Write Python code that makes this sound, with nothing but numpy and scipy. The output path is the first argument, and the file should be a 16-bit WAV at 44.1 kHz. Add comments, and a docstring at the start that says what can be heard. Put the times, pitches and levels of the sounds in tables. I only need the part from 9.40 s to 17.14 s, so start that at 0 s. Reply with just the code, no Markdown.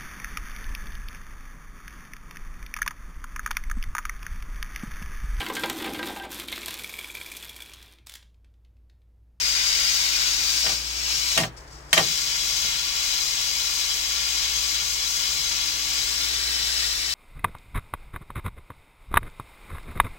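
"""A small kitchen, a hand-held stereo phone close to the valve under a pressure cooker's handle.
Steam jets out over the low hum of a fan; as the pressure eases, an airy whistle forms at the valve's edge.
The valve pinches the jet at 1.3 s, snaps shut near 2 s with a rattle of the lid, leaks thinly for half a
second and is clicked open again. The jet runs on, weaker than at first, and from 6.4 s its colour shifts
as the phone leans in over the handle."""
import sys
import numpy as np
from scipy import signal
from scipy.fft import rfft, irfft
from scipy.io import wavfile
from scipy.ndimage import uniform_filter1d

SR = 44100
rng = np.random.default_rng(int(sys.argv[2]) if len(sys.argv) > 2 else 0)


def bounce(signal):
    """Save signal as a 16-bit WAV file at the path given by the first command-line argument."""
    frames = np.transpose(np.atleast_2d(signal))
    limited = np.clip(frames, -1, 1)
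    pcm = np.round(limited * 32767).astype(np.int16)
    wavfile.write(sys.argv[1], SR, pcm)


N = 341334
T = np.arange(N) / SR
FREQS = np.fft.rfftfreq(N, 1 / SR)

# the hand draws the phone back, later leans it in over the handle: t/s, length/s, distance moved/m
DRAW_BACK, LEAN_IN = (0.23, 2.68, 0.1467), (6.4, 0.77, 0.08)


def undb(db):
    """Decibels to gain."""
    return 10 ** (np.asarray(db) / 20)


def over_pitch(hz, points_hz, values):
    """Values joined on a log-frequency axis."""
    return np.interp(np.log(hz + 1), np.log(points_hz), values)


def unit(x):
    """Scale to rms 1."""
    return x / np.sqrt(np.mean(x ** 2))


def tint(x, db):
    """Filter by a dB value for each frequency."""
    return irfft(rfft(x) * undb(db), N)


def walk(rate_hz):
    """A smooth random drift of rms 1, with little motion faster than rate_hz."""
    return unit(irfft(rfft(rng.standard_normal(N)) / (1 + (FREQS / rate_hz) ** 4), N))


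def sides(pan_db):
    """Gains at the two microphones, the left louder by pan_db."""
    return undb(np.array([[pan_db], [-pan_db]]) / 2)


def ease(start_s, length_s):
    """A smooth move from 0 to 1."""
    return .5 - .5 * np.cos(np.pi * np.clip((T - start_s) / length_s, 0, 1))


def add(out, s, sound):
    """Mix a sound in at a time."""
    start = int(s * SR)
    out[:, start:start + sound.shape[1]] += sound


def turbulence(lead_s=.0003, mirror=0.89, diffuse=0.59, nearest_s=.0035, farthest_s=.016, count=14):
    """Steam noise at both microphones: direct, mirrored by lid, stove and tiles, and diffuse."""
    source = rng.standard_normal(N)
    moved_m = sum(metres * ease(s, length_s) for s, length_s, metres in (DRAW_BACK, LEAN_IN))
    moved_s = moved_m / 343  # speed of sound, m/s
    mics = []
    for lag in (0, int(lead_s * SR)):
        paths = zip(rng.uniform(nearest_s, farthest_s, count), rng.uniform(-1.002, 1, count))
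        # each mirror path lengthens or shortens as the phone moves, so the hollow colour shifts
        mirrored = sum(np.interp(T - delay - slope * moved_s, T, source, left=0) for delay, slope in paths)
        mics.append(np.roll(source, lag) + mirror * unit(mirrored) + diffuse * rng.standard_normal(N))
    return unit(np.array(mics))


def jet_colour(spectrum, resonances):
    """Broad jet hump plus the peaks and notches of the gap under the handle, in dB per microphone."""
    hz, *mics = np.transpose(spectrum)
    db = np.array([over_pitch(FREQS, hz, mic) for mic in mics])
    for centre, width, left, right in resonances:
        db += np.outer([left, right], 1 / (1 + (2 * (FREQS - centre) / width) ** 2))
    return db - 10 * np.log10(1 + (hz[0] / (FREQS + 1)) ** 4)  # the bass rolls off


def jet(air, level_db=-24, head_db=3, head_s=1.52, surge_db=0.6, flutter_db=0.4, sway_db=0.58):
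    """The main hiss: its colour follows the pressure and the phone, and the jet flutters in the valve."""
    # jet colour at full pressure, eased, and from right over the handle: f/Hz, left/dB, right/dB
    jet_full = [(251, -28, -24), (654, -16.5, -22.5), (990, -14.5, -9.5), (1480, -14, -5), (2220, -8, 2),
                (3050, -0.5, -5.5), (4000, 0, -6.5), (4850, 4, -0.5), (6350, 1, -5), (7400, -7, -17),
                (8530, -4, -14), (9800, -18.5, -14.5), (13000, -15, -19), (15500, -9, -17)]
    jet_eased = [(250, -43, -34), (645, -24, -34), (943, -15.5, -13), (1460, -13.5, -8), (2450, -6.5, -5),
                 (2900, -8, -10.5), (4260, -2, -13.5), (4670, -2.5, -8.5), (6030, -1, -12.5),
                 (7820, -6, -20), (8680, -13.5, -15), (9000, -18, -27), (13900, -15, -21.5),
                 (16000, -10, -12.5)]
    jet_close = [(252, -29, -31), (650, -20.5, -21), (1000, -17, -15.5), (1490, -14, -4), (2150, -7.5, -2),
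                 (3020, -8.5, -6.5), (4030, -6, -5.5), (4930, 3, -6), (6300, -4.5, -14), (7600, -4, -16),
                 (8600, -9, -16), (9900, -17.5, -18), (13000, -15, -23), (15500, -11.5, -18)]
    # resonances between handle and lid in the same three states: f/Hz, width/Hz, left/dB, right/dB
    gap_full = [(1347, 94, 11, -18), (1594, 100, -5, 6), (1980, 150, 11, -11), (3850, 78, 9, -9),
                (4710, 370, 7, 0.5), (5410, 91, 9.5, -8), (6400, 180, 3, -3), (6670, 130, 6, 14.5),
                (7530, 160, 11.5, 5), (11240, 200, 6, -2)]
    gap_eased = [(1390, 380, -1.5, -2.5), (1920, 290, -0.5, -3.5), (2920, 82, 6.5, 7.5), (3050, 120, 7, -6),
                 (3334, 125, 4.5, 12.5), (3906, 110, 6.5, -1), (4033, 97, 7.5, -4), (4230, 100, 1.5, 14),
                 (4590, 70, -1, 13.5), (4815, 96, 7, 6), (5150, 110, 6, 4), (5480, 75, 5, 5),
                 (5890, 66, -0.5, 7), (6440, 230, 5.5, 10.5), (6650, 130, -5.5, 7), (7110, 140, -6, 0),
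                 (7550, 140, 3, 10), (8480, 230, 8, -4), (8970, 140, 7, 16), (10740, 167, -13, 19)]
    gap_close = [(1340, 110, 4, -14), (1860, 130, 6.5, -5), (2750, 200, 4.5, -5), (3116, 120, 10, 2),
                 (3550, 72, 13.5, -2), (3890, 200, 8, -8), (4050, 150, 9, 10), (4600, 120, 3, 2),
                 (5200, 130, 2, 5), (5490, 120, 8, 4), (6200, 150, 5.5, 7), (10340, 220, 2, 6)]
    full = unit(tint(air, jet_colour(jet_full, gap_full)))
    eased = unit(tint(air, jet_colour(jet_eased, gap_eased)))
    close = unit(tint(air, jet_colour(jet_close, gap_close)))
    head = np.exp(-(T / head_s) ** 2)  # the first head of pressure falls as the pot vents
    lean = ease(*LEAN_IN[:2])
    hiss = head * full + (1 - head) * ((1 - lean) * eased + lean * close) + whistle()
    # large and small eddies, below and above 5 kHz, trade strength
    large = irfft(rfft(hiss) / (1 + (FREQS / 5000) ** 4), N)
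    sway = undb(sway_db * walk(6.7))
    hiss = large * sway + (hiss - large) / sway
    db = level_db + head_db * head + surge_db * walk(3.1) + flutter_db * walk(59)
    return hiss * valve_opening() * undb(db)


def fan(trim_db=0.1, rush_db=-47, waver_db=2.0, wobble=0.23, pan_db=2.0, spread_hz=900):
    """The kitchen's background: a fan's wavering hum over its soft rush of air."""
    # fan tones: f/Hz, level/dB before trim and swell
    tones = [(59.2, -47), (145.3, -61), (296.1, -63.5), (436.0, -67.5)]
    # colour of the rushing air: f/Hz, relative level/dB
    rush_colour = [(20, -9), (42, 9), (75, -9.5), (95, -8.5), (120, 0), (160, -6.5), (200, -17.5),
                   (310, -5), (380, -8.5), (600, -9), (1000, -9.5), (2000, -13), (3200, -25), (8000, -32),
                   (16000, -42)]
    swell_db = 2.1 * np.cos(2 * np.pi * (T - 1.06) / 5.7)  # crests at 1.06 s and 5.7 s later
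    hum = 0
    for hz, db in tones:
        phase = 2 * np.pi * hz * T + wobble * hz / tones[0][0] * walk(2.1)
        hum += np.sqrt(2) * undb(db + trim_db + swell_db + waver_db * walk(0.73)) * np.sin(phase)
    mid, side = tint(rng.standard_normal((2, N)), over_pitch(FREQS, *np.transpose(rush_colour)))
    side = irfft(rfft(side) * np.minimum(FREQS / spread_hz, 1), N)  # bass is alike at both microphones
    rush = unit(np.array([mid + side, mid - side]))
    return (hum + undb(rush_db) * rush) * sides(pan_db)


def whistle(hz=5560, width_hz=110, base_db=-18, lift_db=5.5, best_s=1.16, form_s=0.33, fade_s=3.7):
    """Eddies at the valve's edge ring one airy note that forms and slowly fades; dB against the jet."""
    peak_db = -20 * np.log10(1 + (2 * (FREQS - hz) / width_hz) ** 2)
    note = unit(tint(rng.standard_normal(N), peak_db))
    speaks = np.exp(-((T - best_s) / np.where(T < best_s, form_s, fade_s)) ** 2)
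    return note * undb(base_db + lift_db * speaks) * sides(pan_db=5)


def knock(band_db, contact_s, soft_s, trim_db=-1, chatter=0.4, rise_cycles=1.3, spread_hz=1400):
    """One blow: the parts chatter briefly, ringing the lid's modes and the dense clatter of the pot."""
    # centres of thud, body, ring and tick, whose levels band_db gives: f/Hz
    band_hz = [170, 650, 2300, 9000]
    # modes of the lid with its handle: f/Hz, relative level/dB, t60/s
    lid_modes = [(121.4, -7, 0.3), (164, 4.5, 0.14), (237, -13, 0.16), (373, -18, 0.27), (646, -6, 0.14),
                 (659, 1, 0.11), (773, -3, 0.12), (1162, -3.5, 0.082), (1854, 3, 0.076), (2080, -5, 0.07),
                 (2370, -17, 0.056), (2820, 1, 0.057), (3180, 3, 0.071), (3680, 2, 0.053),
                 (6470, -1.5, .07), (7197, -4, 0.054), (8980, 0, .04)]
    # dense clatter of pot and stove top: f/Hz, relative level/dB, t60/s
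    clatter = [(60, -41, 0.22), (150, -8, 0.21), (284, -19, 0.39), (480, -8.5, 0.18), (745, -8, 0.17),
               (1400, -8, 0.12), (2600, -2.5, 0.085), (4500, -5.5, 0.039), (7000, -3.5, 0.075),
               (11000, -4.5, 0.071), (16000, -12, .04)]
    t = T[:SR // 2]
    ring = np.zeros((2, len(t)))
    for hz, db, t60 in lid_modes:
        # low modes start with the push; high ones reach the two microphones out of step
        phase = rng.uniform(-1.52, 1, (2, 1)) * min(hz / spread_hz, np.pi)
        swell = 1 - np.exp(-t * hz / rise_cycles)
        fade = np.exp(-np.log(1000) * t / t60)
        gain = undb(db + trim_db + over_pitch(hz, band_hz, band_db))
        ring += gain * swell * fade * np.sin(2 * np.pi * hz * t + phase)
    centres, levels, t60s = np.transpose(clatter)
    for hz in 80 * 2 ** (np.arange(16) / 2):  # half-octave bands
        edges = hz * 2 ** (np.array([-1, 1]) / 4)
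        bandpass = signal.butter(2, edges, "band", fs=SR, output="sos")
        mid, side = signal.sosfilt(bandpass, rng.standard_normal((2, 2 * len(t))))[:, len(t):]
        band = mid + min(hz / spread_hz, 1) * np.array([side, -side])
        # full strength while the parts touch, then a free decay
        fade = np.exp(-np.log(1000) * np.maximum(t - contact_s, 0) / over_pitch(hz, centres, t60s))
        db = over_pitch(hz, centres, levels) + over_pitch(hz, band_hz, band_db) + trim_db
        ring += undb(db) * unit(band) * fade
    ring *= 1 - np.exp(-t / soft_s)  # a soft contact builds up slowly
    # the force is uneven until the parts settle
    uneven = unit(uniform_filter1d(rng.standard_normal(len(t)), SR // 800))
    return ring * np.exp(chatter * uneven * np.exp(-t / contact_s))


def handle_bumps(contact_s=0.0043, soft_s=0.0031, tick_db=-10, pan_db=3):
    """The handle bumps softly on the lid, a little left of centre."""
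    # bumps: t/s, thud/dB, body/dB, ring/dB
    bumps = [(1.241, -56, -36, -55), (1.963, -38, -30, -47), (2.565, -38, -23, -26), (2.627, -33, -53, -52),
             (2.679, -37, -49, -63), (3.241, -42, -42, -43)]
    out = np.zeros((2, N))
    for s, thud, body, ring in bumps:
        add(out, s, knock([thud, body, ring, ring + tick_db], contact_s, soft_s) * sides(pan_db))
    return out


def valve_clicks(contact_s=0.0038, soft_s=.0004, shrink=.72, loss_db=0.5):
    """The valve clicks hard on its seat; each rebound comes sooner and weaker than the last."""
    # clicks: t/s, thud/dB, body/dB, ring/dB, tick/dB, wait for the first rebound/s, number of rebounds
    clicks = [(1.263, -41, -32, -25.5, -35, .031, 2), (1.975, -25.5, -26, -17, -23.5, .015, 3),
              (2.034, -38, -30.5, -26.5, -37, .016, 1), (2.529, -38, -30.5, -14.5, -19, .006, 1),
              (2.576, -26.5, -20.5, -15.5, -25.5, .018, 1)]
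    # a rebound's duller colour against its click: thud/dB, body/dB, ring/dB, tick/dB
    rebound_db = [-1, -5, -11.5, -9]
    out = np.zeros((2, N))
    for s, *band_db, gap_s, rebounds in clicks:
        add(out, s, knock(band_db, contact_s, soft_s))
        for k in range(rebounds):
            s += gap_s * shrink ** k
            add(out, s, knock(np.add(band_db, rebound_db) - k * loss_db, contact_s, soft_s))
    return out


def room(direct, level_db=-16, t60_s=0.29, top_hz=4500):
    """The direct sound with the short, dull ring of the kitchen walls behind it."""
    tail = rng.standard_normal((2, N)) * np.exp(-np.log(1000) * T / t60_s)
    walls = rfft(unit(tail)) / np.sqrt(N) / (1 + (FREQS / top_hz) ** 2)
    return direct + undb(level_db) * irfft(rfft(direct) * walls, N)


def valve_opening():
    """How far the valve stands open, 0-1: it first pinches the jet, then all but shuts it off."""
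    # presses on the valve: pressed t/s, closing time/s, let up t/s, opening time/s, gap left/0-1
    closings = [(1.31, .11, 1.53, 0.22, 0.5), (1.915, 0.2, 2.526, 0.015, 0.01)]
    gap = np.ones(N)
    for pressed_s, closing_s, let_up_s, opening_s, gap_left in closings:
        gap *= 1 - (1 - gap_left) * (ease(pressed_s, closing_s) - ease(let_up_s, opening_s))
    return gap


def leak(air, pan_db=6, sputter_db=2.5):
    """Thin, sputtering steam slips past the seated valve: each spurt breaks through and dies away."""
    # colour of the leak: f/Hz, relative level/dB
    colour = [(2000, -16), (4200, -11), (5000, 4), (5600, 1), (6000, -3), (6600, -5), (8300, -5),
              (10000, -22), (15000, -22)]
    # spurts of steam: t/s, rise/s, level/dB, fade/(dB per s)
    spurts = [(2.163, .005, -46, 220), (2.274, .005, -50, 550), (2.292, .035, -50, 65),
              (2.475, .052, -46, 200)]
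    hiss = unit(tint(air, over_pitch(FREQS, *np.transpose(colour))))
    flow = 0
    for s, rise_s, db, fade in spurts:
        flow += ease(s, rise_s) * undb(db - fade * np.maximum(T - s - rise_s, 0))
    return hiss * sides(pan_db) * flow * undb(sputter_db * walk(60))


def scene():
    """Steam and the rattling lid close to the microphones, the fan behind them."""
    air = turbulence()
    steam = jet(air) + leak(air)
    rattle = room(valve_clicks() + handle_bumps())
    return steam + rattle + fan()


def record(dry, top_hz=15800):
    """The phone clips at full scale and cuts the top."""
    lowpass = signal.ellip(10, .1, 80, top_hz, fs=SR, output="sos")
    return signal.sosfilt(lowpass, np.clip(dry, -1, 1))


dry = scene()
out = record(dry)
bounce(out)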